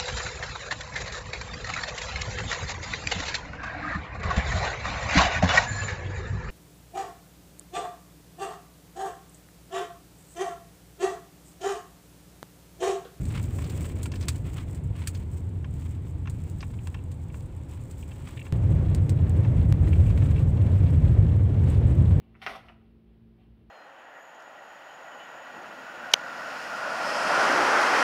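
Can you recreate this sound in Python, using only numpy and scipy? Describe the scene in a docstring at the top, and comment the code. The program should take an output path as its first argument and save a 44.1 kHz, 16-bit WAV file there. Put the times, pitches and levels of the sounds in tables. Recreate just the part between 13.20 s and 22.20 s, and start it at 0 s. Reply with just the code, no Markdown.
"""Inside a car in town

The car creeps along in traffic, then, after a cut, drives faster. The tyres make the cabin boom
and roar, the vents hiss, and the drive train whines faintly as the car gathers speed.
Close by, a plastic partition sheet rubs, crinkles and pops as it shifts,
and loose trim knocks, creaks and rattles against a ringing panel."""
import sys
import numpy as np
from scipy import signal
from scipy.fft import rfft, irfft
from scipy.io import wavfile
from scipy.ndimage import uniform_filter1d

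SR = 44100
rng = np.random.default_rng(int(sys.argv[2]) if len(sys.argv) > 2 else 0)


def to_wav(s):
    """Save 16-bit WAV."""
    ch = np.atleast_2d(s).T  # columns
    pcm = np.round(np.clip(ch, -1, 1) * 32767)  # PCM
    wavfile.write(sys.argv[1], SR, pcm.astype(np.int16))


N = 396900
T = np.arange(N) / SR


def gain_of(db):
    """Decibels to gain."""
    return 10 ** (np.asarray(db) / 20)


def unit_rms(x):
    """Scales to rms 1."""
    return x / np.sqrt(np.mean(x ** 2) + 1e-20)


def unit_energy(x):
    """Scales to energy 1."""
    return x / np.linalg.norm(x)


def add(mix, s, sound):
    """Drops a sound into the mix at s seconds."""
    part = mix[max(round(s * SR), 0):][:len(sound)]
    part += sound[:len(part)]


def swell(middle_s, length_s):
    """A bell-shaped fade in and out."""
    return np.exp(-(2 * (T - middle_s) / length_s) ** 2)


def eq_gain(curve, hz):
    """The gain of an EQ curve, its points joined on a log-frequency axis."""
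    points_hz, db = np.transpose(curve)
    return gain_of(np.interp(np.log(hz + 1), np.log(points_hz + 1), db))


def coloured(x, curve):
    """Runs a signal through an EQ curve that rolls off beyond its ends; rms 1."""
    hz = np.fft.rfftfreq(len(x), 1 / SR)
    skirts = np.minimum(hz / curve[0][0], 1) ** 3 / np.maximum(hz / curve[-1][0], 1) ** 4
    return unit_rms(irfft(rfft(x) * eq_gain(curve, hz) * skirts, len(x)))


def eq_impulse(curve, size=2048):
    """The minimum-phase response of an EQ curve: it rings only after the hit."""
    log_gain = np.log(eq_gain(curve, abs(np.fft.fftfreq(size, 1 / SR))))
    return np.fft.ifft(np.exp(np.conj(signal.hilbert(log_gain)))).real[:size // 2]


def wander(rate_hz):
    """A random drift of rms 1, moving at up to about the given rate."""
    hz = np.fft.rfftfreq(N, 1 / SR)
    return unit_rms(irfft(rfft(rng.standard_normal(N)) * np.exp(-(hz / rate_hz) ** 2), N))


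def steadied(x, size=6000):
    """Rides out the slow swells of a noise and keeps its fast throb."""
    return x / np.sqrt(uniform_filter1d(uniform_filter1d(x ** 2, size), size) + 1e-12)


def grains(per_s, spread_db):
    """Random clicks, mostly small and a few large; rms 1."""
    size = gain_of(spread_db * np.minimum(rng.exponential(1, N), 4))
    return unit_rms(size * rng.choice([-1, 1], N) * (rng.random(N) < per_s / SR))


def impact(sharpness, hold_s, ring_s, tail_db):
    """A first click, a few milliseconds of dense chatter, and the cabin's short tail."""
    t = np.arange(4096) / SR
    chatter = gain_of(-60 * np.maximum(t - hold_s, 0) / ring_s)
    tail = gain_of(tail_db - 60 * t / .12)
    click = np.clip(sharpness, 0, .95)
    hit = np.sqrt(1 - click ** 2) * unit_energy(rng.standard_normal(len(t)) * (chatter + tail))
    hit[0] = click
    return hit


# The EQ of the vent air. 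Each row: frequency in Hz, relative level in dB.
VENT_EQ = [(500, -11.5), (900, 3), (1300, -7), (2200, -13), (3500, -15.5), (5000, -24), (6300, -24.5),
           (7800, -16), (10000, -26), (15000, -31)]

def vent(level_db=-62):
    """Air from the vents lays down a faint, steady hiss."""
    return gain_of(level_db) * coloured(rng.standard_normal(N), VENT_EQ)


# The climb of the whine. Each row: time in seconds, pitch in Hz, relative level in dB.
WHINE_CLIMB = [(3.3, 476, -74), (3.9, 492, -63), (4.4, 514, -67), (4.9, 530, -65), (5.3, 537, -67)]
# Its partials. Each row: multiple of the pitch, relative level in dB.
WHINE_PARTIALS = [(1, 5), (.69, -22), (1.585, -5)]

def drive_train_whine(trim_db=-2):
    """The gears sing in faint, wavering tones that rise with speed."""
    s, hz, db = np.transpose(WHINE_CLIMB)
    cycles = np.cumsum(np.interp(T, s, hz) * (1 + .002 * wander(9))) / SR
    tones = sum(gain_of(partial_db + 2 * wander(13)) * np.sin(2 * np.pi * multiple * cycles)
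                for multiple, partial_db in WHINE_PARTIALS)
    return gain_of(np.interp(T, s, db) + trim_db) * tones


# The trim panel's modes. Each row: frequency in Hz, bandwidth in Hz, relative level in dB.
PANEL_MODES = [(1060, 190, -1), (1430, 140, -7), (1780, 220, -4), (2360, 220, -4), (2690, 170, -4),
               (3200, 350, -10), (3650, 250, -14), (4100, 300, -17)]

def panel_ring():
    """The trim panel rings after one hit; it radiates only around its modes."""
    t = np.arange(2048) / SR
    modes = sum(gain_of(db) * width * np.exp(-np.pi * width * t) * np.sin(2 * np.pi * hz * t)
                for hz, width, db in PANEL_MODES)
    return unit_energy(signal.lfilter(*signal.butter(2, [850, 4200], "band", fs=SR), modes))


def trim_rattle(level_db=-65):
    """At speed the road shakes loose trim against the panel at random."""
    shakes = grains(per_s=22, spread_db=1.5)
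    tap = signal.fftconvolve(impact(0, hold_s=.003, ring_s=.036, tail_db=-21), panel_ring())
    taps = signal.oaconvolve(shakes, tap)[:N]
    return gain_of(level_db) * unit_rms(signal.lfilter(*signal.butter(2, 1900, "high", fs=SR), taps))


# The panel's creaks. Each row: start in seconds, number of slips, level in dB.
CREAK_CUES = [(3.59, 1, -56), (3.77, 2, -60), (4.1, 1, -58), (4.828, 1, -53), (4.917, 1, -55),
              (5.174, 3, -47.5), (6.731, 1, -43), (6.863, 2, -53), (7.16, 2, -48.5)]

def trim_creaks(slip_s=.0029, gap_s=.02, lead_s=.002):
    """The panel sticks and slips in runs of short rasps that ring its upper modes."""
    out, t = np.zeros(N), np.arange(2048) / SR
    band = signal.butter(2, [2100, 3300], "band", fs=SR)
    for s, count, db in CREAK_CUES:
        for k in range(count):
            rasp = signal.lfilter(*band, rng.standard_normal(len(t))) * t * np.exp(-t / slip_s)
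            slip = signal.fftconvolve(rasp, panel_ring())
            add(out, s + k * gap_s - lead_s, gain_of(db) * slip / slip[:500].std())
    return out


# The hard edge of a knock or pop. Each row: frequency in Hz, relative level in dB.
EDGE_EQ = [(500, -18.5), (1300, -1), (2600, 1), (3700, -1), (4600, 3), (5600, -1.5), (6300, -3),
           (7500, -15.5), (12000, -38.5)]
# The trim's knocks. Each row: start in seconds, relative level in dB.
KNOCK_CUES = [(.171, -55), (.197, -48.5), (.386, -46), (.857, -44), (0.9174, -50), (.937, -48),
              (2.4446, -49.5), (3.057, -53), (3.073, -45), (3.4278, -43.5), (3.671, -49), (3.744, -46),
              (4.1427, -51.5), (5.265, -51), (6.2478, -48.5), (7.0217, -47.5)]

def trim_knocks(makeup_db=29, edge_db=-10.5):
    """Loose trim strikes the panel, which rings under a slight hard edge."""
    out = np.zeros(N)
    body = panel_ring() + gain_of(edge_db) * unit_energy(eq_impulse(EDGE_EQ, size=4096))
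    for s, db in KNOCK_CUES:
        hit = impact(sharpness=.27, hold_s=.0018, ring_s=.04, tail_db=-23)
        add(out, s, gain_of(db + makeup_db) * unit_energy(signal.fftconvolve(hit, body)))
    return out


# A click as the scene changes, then a dry snap. Each row: start in seconds, peak level in dB.
SNAP_CUES = [(5.3248, -22), (6.5250, -18.5)]

def snaps():
    """Single sharp midrange pulses with no ring: a click where the scene changes, and a dry snap."""
    clicks = np.zeros(N)
    for s, db in SNAP_CUES:
        add(clicks, s, gain_of([db]))
    pulse = signal.lfilter(*signal.butter(1, [400, 1800], "band", fs=SR), signal.unit_impulse(256))
    return signal.oaconvolve(clicks, pulse / pulse.max())[:N]


# The sheet's moves. Each row: start and length in seconds, relative rub and crinkle levels in dB.
SHIFT_CUES = [(0, 0.37, -56.5, -58.5), (0.329, 0.37, -53.5, -54.5), (0.742, 0.098, -56, -62),
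              (0.934, 0.25, -57.5, -61.5), (1.232, 0.19, -56, -61.5), (1.456, 0.11, -62, -63.5),
              (1.747, 0.26, -64, -63.5), (2.096, .11, -70, -64), (2.52, 0.21, -61, -66.5),
              (2.85, 0.042, -66, -61), (3.11, 0.64, -70.5, -67.5), (3.972, 0.064, -74, -72.5),
              (4.116, 0.058, -72, -59), (4.473, 0.11, -61.5, -62.5), (4.633, 0.37, -65, -65),
              (5.009, 0.26, -60, -61.5), (6.64, 0.56, -57, -61), (7.45, .45, -60.5, -66.5),
              (8.453, 0.085, -51, -63), (8.842, 0.11, -62, -67)]

def sheet_shifts(tremble_db, attack_s=.02, release_s=.048):
    """Rub and crinkle gains: each shift rises, holds and settles to a tremble kept up by the road."""
    power = gain_of(tremble_db)[:, None] ** 2 * np.ones(N)
    for s, length_s, *levels_db in SHIFT_CUES:
        stroke = np.clip(np.minimum((T - s) / attack_s, 1 - (T - s - length_s) / release_s), 0, 1)
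        power += (gain_of(levels_db)[:, None] * stroke) ** 2
    return np.sqrt(power)


# The EQs of the dull rub and the fine crinkle. Each row: frequency in Hz, relative level in dB.
RUB_EQ = [(500, -18), (1000, 2.5), (1600, -2.5), (2400, 1), (3400, -3.5), (4600, -12), (6000, -18),
          (9000, -16.5), (15000, -36)]
CRINKLE_EQ = [(2500, -18), (4500, -10), (6200, -8.5), (7200, -0.5), (8000, 3.5), (8700, -3), (9600, -10.5),
              (12000, -16.5), (13500, -11), (15200, -6)]

def sheet_rustle(tremble_db, rub_db, crinkle_db, spread_db, clump_db=3, panel_send=.055):
    """Plastic slips in clumps of tiny clicks: a dull rub that rings the panel, and a fine crinkle."""
    rub_gain, crinkle_gain = sheet_shifts(tremble_db)
    clumps = wander(45)
    slips = grains(per_s=4000, spread_db=2.3)
    slips += panel_send * signal.oaconvolve(slips, panel_ring())[:N]
    rub = coloured(slips, RUB_EQ) * gain_of(clump_db * (.5 * clumps + 1.46 * wander(43)))
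    creases = grains(per_s=700, spread_db=spread_db) + .95 * rng.standard_normal(N)
    crinkle = coloured(creases, CRINKLE_EQ) * gain_of(clump_db * clumps)
    return gain_of(rub_db) * rub_gain * rub + gain_of(crinkle_db) * crinkle_gain * crinkle


# The sheet's scuffs. Each row: loudest moment in seconds, length in seconds, level in dB.
SCUFF_CUES = [(0.163, 0.056, -42.5), (1.39, 0.056, -48), (1.805, 0.1, -51.5), (5.082, 0.044, -54.5),
              (6.373, 0.032, -54)]

def sheet_scuffs(clump_db=3):
    """The sheet drags across the trim: a stroke of dense slips swells and stops."""
    strokes = sum(gain_of(db) * swell(s, length_s) for s, length_s, db in SCUFF_CUES)
    rub = coloured(grains(per_s=2500, spread_db=1.2), RUB_EQ)
    return strokes * rub * gain_of(clump_db * wander(90))


# The bright top of a pop. Each row: frequency in Hz, relative level in dB.
TOP_EQ = [(500, -43.5), (3000, -15), (6000, -21.5), (7000, -2.5), (8100, 4), (9200, -6), (10500, -10.5),
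          (12000, -17), (15000, -10.5)]

def crease_pop(db, brightness, sharpness):
    """One crease flips over; brightness moves its energy from the hard edge to the bright top."""
    hit = impact(sharpness, hold_s=.0023, ring_s=.058, tail_db=-21.5)
    edge, top = (unit_energy(signal.fftconvolve(hit, eq_impulse(eq))) for eq in (EDGE_EQ, TOP_EQ))
    return gain_of(db) * (np.sqrt(1 - brightness) * edge + np.sqrt(brightness) * top)


# The featured pops. Each row: start in seconds, relative level in dB, brightness from 0 to 1,
# sharpness of the first click from 0 to 1.
POP_CUES = [(0.054, -49.5, 0.7, 0.4), (0.4418, -50, 0, .2), (0.496, -51, 0, 0.2), (0.83, -40, .85, 0),
            (.857, -46, 0.74, 0.1), (0.9176, -48.5, 0.17, 0.2), (0.956, -50, 0.05, 0.1),
            (1.01, -47, .35, 0.1), (1.028, -49, 0, 0.5), (1.0833, -29.5, .47, 0), (1.1584, -50, 0.74, 0),
            (1.547, -53, .7, .1), (1.8731, -32.7, 0.65, 0.2), (1.9482, -49.5, .15, 0),
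            (3.097, -49.5, .8, 0.1), (3.299, -56, 0.86, 1), (3.4058, -48, 0, 0), (3.673, -50.5, .6, 1),
            (3.915, -55, 0.7, 0.1), (4.208, -62, .4, 1), (4.7128, -55.5, 0.84, .85),
            (5.7483, -43, 0.56, .84), (5.8949, -43.5, .5, 0.76), (6.0962, -51.5, .9, 0.95),
            (8.498, -53, 1, 0)]

def sheet_pops(makeup_db=28, small_per_s=6, small_db=-64, spread_db=.5):
    """Creases in the plastic pop: the featured ones, over a random scatter of small bright ones."""
    out = np.zeros(N)
    for s, db, brightness, sharpness in POP_CUES:
        add(out, s, crease_pop(db, brightness, sharpness))
    for when, size, sharpness in rng.random((int(small_per_s * N / SR), 3)):
        db = small_db - spread_db * np.log(1 - size)
        add(out, when * N / SR, crease_pop(db, brightness=.97, sharpness=sharpness))
    return gain_of(makeup_db) * out


# Uneven patches of road. Each row: middle in seconds, length in seconds, boost in dB.
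BUMP_CUES = [(1.11, 0.31, 3), (1.695, 0.12, 5), (3.097, 0.2, 2.5), (5.51, 0.076, 3.5), (6.846, 0.38, 2.5),
             (8.034, .2, 2)]

def road_bumps():
    """The gain that swells the boom as the wheels roll over each uneven patch."""
    return gain_of(sum(db * swell(s, length_s) for s, length_s, db in BUMP_CUES))


# Fader rides for the road, slow and fast. Each row: time in seconds, relative boom and roar in dB.
CREEP_FADERS = [(0, -28, -42), (.8, -31, -40), (1.4, -33, -44.5), (2, -31.5, -46.5), (2.4, -30.5, -46.5),
                (3, -32.5, -47), (3.9, -33.5, -49), (4.3, -36, -49), (5.3, -38, -48.5)]
CRUISE_FADERS = [(5.33, -21.5, -36.5), (5.9, -20.5, -36), (6.5, -18.5, -35), (7.2, -20, -36),
                 (7.8, -17, -35), (8.3, -19.5, -34), (9, -16.5, -34)]
# The boom and roar that the cabin lets through. Each row: frequency in Hz, relative level in dB.
CREEP_BOOM_EQ = [(23, -43), (30, -14), (39, -16), (48, -12.5), (56, -7), (66, -9), (84, 1.5), (100, -5.5),
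                 (125, -7), (157, -11.5), (188, -17), (219, -24.5), (260, -27)]
CREEP_ROAR_EQ = [(130, -10), (200, -17), (235, -0.5), (285, -2), (400, -8.5), (500, -13), (680, -18),
                 (950, -30), (1250, -33), (2200, -32), (4000, -43)]
CRUISE_BOOM_EQ = [(23, -34.5), (30, -36), (39, -20.5), (48, -6), (56, -10), (66, -3), (86, 1.5), (100, 1.5),
                  (115, -3.5), (148, -5.5), (180, -14), (221, -29), (260, -30.5)]
CRUISE_ROAR_EQ = [(130, -22), (200, 2.5), (295, 0), (390, -6), (520, -8), (800, -18.5), (1100, -23.5),
                  (1350, -27.5), (2050, -28.5), (3400, -38), (4800, -48), (6300, -48.5), (10000, -56)]

def road(faders, boom_eq, roar_eq, boom_db, roar_db, flutter_db):
    """The road shakes the cabin's low air modes into a boom; tread noise roars through the panels."""
    s, boom_ride, roar_ride = np.transpose(faders)
    boom_gain = gain_of(np.interp(T, s, boom_ride) + boom_db)
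    roar_gain = gain_of(np.interp(T, s, roar_ride) + roar_db)
    boom = steadied(coloured(rng.standard_normal(N), boom_eq)) * road_bumps()
    roar = steadied(coloured(rng.standard_normal(N), roar_eq)) * gain_of(flutter_db * wander(30))
    return boom_gain * boom + roar_gain * roar


def scene(cut_s=5.3245, crossfade_s=.004):
    """The slow stretch cuts straight into the fast one; the vent and spot effects run across both."""
    creep = road(CREEP_FADERS, CREEP_BOOM_EQ, CREEP_ROAR_EQ, boom_db=0, roar_db=-2, flutter_db=.5)
    creep += drive_train_whine()
    creep += sheet_rustle(tremble_db=(-73.5, -74), rub_db=-2, crinkle_db=1, spread_db=6)
    cruise = road(CRUISE_FADERS, CRUISE_BOOM_EQ, CRUISE_ROAR_EQ,
                  boom_db=.2, roar_db=-.5, flutter_db=1.27)
    cruise += trim_rattle()
    cruise += sheet_rustle(tremble_db=(-72.5, -66.5), rub_db=-1, crinkle_db=-4, spread_db=3.5)
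    fast = np.clip((T - cut_s) / crossfade_s, 0, 1)
    bed = (1 - fast) * creep + fast * cruise + vent()
    return (bed + sheet_scuffs() + trim_knocks() + trim_creaks() + snaps() + sheet_pops())[None]


def record(dry):
    """A steep low-pass takes off the treble above 15.6 kHz."""
    low_pass = signal.firwin(511, 15600, window=("kaiser", 8), fs=SR)
    return signal.oaconvolve(dry, low_pass[None], "same")


dry = scene()
out = record(dry)
to_wav(out)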